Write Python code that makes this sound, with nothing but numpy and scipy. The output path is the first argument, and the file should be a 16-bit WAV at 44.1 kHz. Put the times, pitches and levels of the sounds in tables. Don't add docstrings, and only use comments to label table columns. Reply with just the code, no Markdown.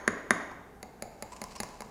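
import sys
import numpy as np
from scipy import signal
from scipy.fft import rfft, irfft, next_fast_len
from scipy.io import wavfile

SR = 44100
rng = np.random.default_rng(int(sys.argv[2]) if len(sys.argv) > 2 else 0)


def to_wav(sig):
    pcm = np.clip(np.atleast_2d(sig), -1, 1) * 32767
    pcm = np.round(pcm).astype(np.int16)
    wavfile.write(sys.argv[1], SR, pcm.T)


N = 83790
LEAD = SR // 4
TREBLE_HZ = 3220


def undb(db):
    return 10 ** (np.asarray(db) / 20)


def unit(x):
    return x / np.sqrt(np.sum(x ** 2))


def noise(n):
    phases = 2 * np.pi * rng.random(n // 2 + 1)
    return unit(irfft(np.exp(1j * phases), n)) * np.sqrt(n)


def colour(x, points, modes=(), floor_db=0, pitch=1):
    n = 2 * next_fast_len(len(x))
    hz, db = np.array(points, float).T
    f = np.maximum(np.arange(n // 2 + 1) * SR / n, 1)
    power = undb(floor_db + np.interp(np.log(f), np.log(hz), db)) ** 2
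    for centre, width, peak in modes:
        mode_hz = centre * pitch
        detune = (f / mode_hz - mode_hz / f) * centre / width
        power = power + undb(peak) ** 2 / (1 + detune ** 2) / (1 + (detune / 5) ** 2)
    cepstrum = irfft(np.log(power) / 2)
    cepstrum[1:n // 2] *= 2
    cepstrum[n // 2 + 1:] = 0
    response = np.exp(rfft(cepstrum))
    return irfft(rfft(x, n) * response)[:len(x)]


def swell(t, rise_s, fall_s):
    t = np.maximum(t, 0)
    return (1 - np.exp(-t / rise_s)) * np.exp(-t / fall_s)


def add(out, start_s, x):
    i = max(int(start_s * SR) + LEAD, 0)
    out[i:i + len(x)] += x[:len(out) - i]


def contact(rise_s, fall_s):
    length = 4096
    bass_lag_s = 0.00136
    shape = swell(np.arange(length) / SR, rise_s, fall_s)
    burst = noise(length) * shape
    burst = irfft(np.exp(1j * np.angle(rfft(burst)))) * shape ** .3
    hz = np.arange(length // 2 + 1) * SR / length
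    lag_s = bass_lag_s / (1 + (hz / TREBLE_HZ) ** 2)
    phase = 2 * np.pi * np.cumsum(lag_s) * SR / length
    return unit(irfft(rfft(burst) * np.exp(-1j * phase)))


def brighten(x, treble_db, bass_db=0):
    bass_hz = 386
    return colour(x, [(bass_hz, bass_db), (TREBLE_HZ / 2, 0), (TREBLE_HZ * 2, treble_db)])


def knocks(gain_db):
    # start in seconds, relative level in dB, bass in dB, treble in dB, pitch ratio.
    strikes = [(-.15, -1, 2, 4, 0.94), (0.0768, -1.5, 4, 0.5, 0.97), (0.3063, 1.5, 1, 1, 0.96)]
    # frequency in Hz, relative level in dB.
    contact_colour = [(100, -33), (210, -13), (450, -9.5), (1200, -4.5), (2150, -5.5), (2700, -36),
                      (3200, -24.5), (6800, -22), (8200, -33), (10500, -23.5), (12000, -50), (16000, -50)]
    # frequency in Hz and width in Hz at pitch ratio 1, relative peak in dB.
    dish_modes = [(250, 94, 0), (423, 73, -1.5), (734, 230, -7.5), (1090, 50, -1.5), (1677, 158, 5.5),
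                  (1910, 176, 4), (3860, 100, -14), (4740, 66, -16), (5840, 76, -13.5), (6930, 174, -6),
                  (10120, 300, -11), (11000, 130, -10.5), (14000, 310, -30)]
    out = np.zeros(LEAD + N)
    for start_s, db, bass_db, treble_db, pitch in strikes:
        chatter = contact(rise_s=.003, fall_s=.0009)
        hit = unit(colour(chatter, contact_colour, dish_modes, floor_db=1, pitch=pitch))
        add(out, start_s, undb(db + gain_db) * brighten(hit, treble_db, bass_db))
    return out


def kitchen(x):
    # band centre in Hz, relative level in dB, 60 dB decay time in seconds.
    room_bands = [(107, 3.5, 0.2), (270, -6.5, 0.87), (423, -5.5, 1), (590, -2.5, 1), (930, -3, 1),
                  (1740, -10.5, 0.75), (2970, -5, 0.93), (4820, -12, .7), (6420, -11.5, 0.64),
                  (7290, -9, 0.67), (6850, -7.5, 0.44), (8100, -11.5, 0.34), (10200, -20, 0.64),
                  (16000, -10, .35)]
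    # frequency in Hz, relative level in dB.
    worktop_colour = [(110, -13.5), (300, 2), (800, 0.5), (1700, -3), (5000, -8.5), (12000, -16)]
    t = np.arange(SR) / SR
    hz, db, t60_s = np.array(room_bands).T
    spectrum = rfft(noise(SR))
    log_f = np.log(np.maximum(np.arange(len(spectrum)), 1))
    tail = 0
    for k, share in enumerate(np.eye(len(hz))):
        band = irfft(spectrum * np.interp(log_f, np.log(hz), share), SR)
        decay = unit(swell(t, rise_s=0.012, fall_s=t60_s[k] / np.log(1000)))
        tail = tail + undb(db[k]) * band * decay
    worktop_delay_s, worktop_db = .004, -7
    near = noise(SR) * unit(swell(t - worktop_delay_s, rise_s=0.00031, fall_s=.009))
    near = undb(worktop_db) * colour(near, worktop_colour)
    return signal.fftconvolve(x, tail + near)[:len(x)]


def room_tone():
    # frequency in Hz, relative level in dB per Hz.
    air_colour = [(20, -14.5), (32, 2), (58, -8), (95, -6), (150, -3.5), (220, -1), (300, -9), (420, -3.5),
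                  (600, -14), (780, -5), (1100, -17.5), (1600, -17.5), (2100, -23.5), (2900, -32.5),
                  (7000, -34.5), (15000, -36), (16500, -55)]
    air_db, hum_hz, hum_db = -53.5, 61, -64
    air = unit(colour(noise(N), air_colour)) * np.sqrt(N)
    hum = np.sqrt(2) * np.sin(2 * np.pi * hum_hz * np.arange(N) / SR)
    return undb(air_db) * air + undb(hum_db) * hum


def slide(t, length_s):
    return np.sqrt(abs(np.sin(np.pi * np.clip(t / length_s, 0, 1))))


def rasps(t, grains_per_s, scatter_db):
    # time in seconds, rms level in dB.
    drag_curve = [(.8, -81), (1.2, -70), (1.33, -63.5), (1.48, -59.5), (1.58, -60), (1.68, -60.5),
                  (1.78, -61), (1.9, -64.5)]
    # start in seconds, length in seconds, level in dB, resonance in Hz.
    slides = [(1.318, 0.022, -49, 7640), (1.36, 0.015, -49.5, 7000), (1.505, 0.022, -49.5, 4307),
              (1.552, 0.012, -50, 5600), (1.559, 0.012, -46.5, 4800)]
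    # frequency in Hz, relative level in dB.
    crust_colour = [(200, -2), (800, 6.5), (1050, 15.5), (1300, -0.5), (2800, 5.5), (3400, -3), (5000, 4),
                    (8000, 0.5), (11000, -9.5), (16000, -24)]
    peak_width_hz, peak_db = 310, 12
    fractures = rng.random(len(t)) < grains_per_s / SR
    grains = fractures * rng.standard_normal(len(t))
    grains = grains * undb(scatter_db * np.minimum(rng.exponential(size=len(t)), 4))
    out = undb(np.interp(t, *np.array(drag_curve).T)) * unit(colour(grains, crust_colour))
    for start_s, length_s, db, hz in slides:
        ringing = unit(colour(grains, crust_colour, [(hz, peak_width_hz, peak_db)]))
        out = out + undb(db) * slide(t - start_s, length_s) * ringing
    return out * np.sqrt(len(t))


def snaps(gain_db):
    # start in seconds, relative level in dB, treble in dB.
    breaks = [(.5145, -25.5, -17.5), (1.4387, -24.5, 2), (1.6320, -17.5, -3.5), (1.6528, -46, -1),
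              (1.6885, -42.5, 4), (1.8190, -23.5, -7.5)]
    # frequency in Hz, relative level in dB.
    snap_colour = [(100, -16), (500, 1.5), (1000, 11.5), (1250, -2.5), (2200, -1), (3400, -15.5), (5400, 3),
                   (8000, -7.5), (10500, -3), (12500, -16), (16000, -22)]
    out = np.zeros(LEAD + N)
    for start_s, db, treble_db in breaks:
        tick = unit(colour(contact(rise_s=.002, fall_s=.001), snap_colour))
        add(out, start_s, undb(db + gain_db) * brighten(tick, treble_db))
    return out


def jabs(gain_db):
    # start in seconds, relative level in dB, bass in dB, treble in dB, pitch ratio.
    stabs = [(0.828, -23, 1, -2, 0.97), (1.0221, -19, 1.5, 1, .997), (1.2232, -19, -1, 0, 1.006),
             (1.4156, -19.5, 1, -1, 0.98), (1.6012, -15, 0, 2, 0.976), (1.8052, -22.5, 0.5, -2, 0.982)]
    # frequency in Hz, relative level in dB.
    contact_colour = [(80, -11.5), (200, -3.5), (600, -29), (1200, -20), (2600, -14.5), (3200, -30.5),
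                      (4600, -14.5), (7200, -31), (8500, -26), (15000, -31)]
    # frequency in Hz and width in Hz at pitch ratio 1, relative peak in dB.
    blade_modes = [(215, 57, 2), (556, 195, 3), (850, 31, 2.5), (1270, 99, -5), (1740, 90, -4.5),
                   (2144, 156, -3), (4040, 96, -11.5), (4700, 430, -9), (5600, 100, -37), (6960, 374, -4.5),
                   (9400, 120, -16), (11030, 154, -1), (13900, 230, -14), (14800, 210, -18)]
    out = np.zeros(LEAD + N)
    for start_s, db, bass_db, treble_db, pitch in stabs:
        chatter = contact(rise_s=.0005, fall_s=.0015)
        hit = unit(colour(chatter, contact_colour, blade_modes, floor_db=1, pitch=pitch))
        add(out, start_s, undb(db + gain_db) * brighten(hit, treble_db, bass_db))
    return out


def wobbly_tone(hz, width_hz):
    n = len(hz)
    lowpass = signal.butter(2, width_hz / 2, fs=SR, output="sos")
    band = signal.sosfilt(lowpass, noise(n) + 1j * noise(n))
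    carrier = np.exp(2j * np.pi * np.cumsum(hz) / SR)
    return unit(np.real(band * carrier)) * np.sqrt(n)


def hollow(t):
    # time in seconds, frequency in Hz.
    pitch_curve = [(.83, 790), (1.07, 730), (1.25, 792.6), (1.34, 1014), (1.65, 952), (1.9, 980)]
    # start in seconds, relative level in dB.
    squelches = [(.83, -45), (1.029, -41.5), (1.228, -47.5), (1.317, -47), (1.426, -45), (1.615, -50),
                 (1.812, -48.5)]
    gain_db = 3.5
    push = sum(undb(db) * swell(t - start_s, rise_s=0.017, fall_s=0.025) for start_s, db in squelches)
    tone = wobbly_tone(np.interp(t, *np.array(pitch_curve).T), width_hz=150)
    return undb(gain_db) * push * tone


def squeak(t):
    start_s, length_s, level_db = 1.576, .02, -52
    tone = wobbly_tone(np.full(len(t), 5350), width_hz=550)
    return undb(level_db) * slide(t - start_s, length_s) * tone


def scene():
    t = np.arange(-LEAD, N) / SR
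    dry = knocks(gain_db=7.5) + jabs(gain_db=9) + snaps(gain_db=8.5)
    dry = dry + rasps(t, grains_per_s=2000, scatter_db=0.5) + squeak(t) + hollow(t)
    wet = dry + kitchen(dry)
    return (wet[LEAD:] + room_tone())[None]


def record(dry):
    lowpass = signal.ellip(8, .2, 70, 16000, fs=SR, output="sos")
    return signal.sosfilt(lowpass, dry)


dry = scene()
out = record(dry)
to_wav(out)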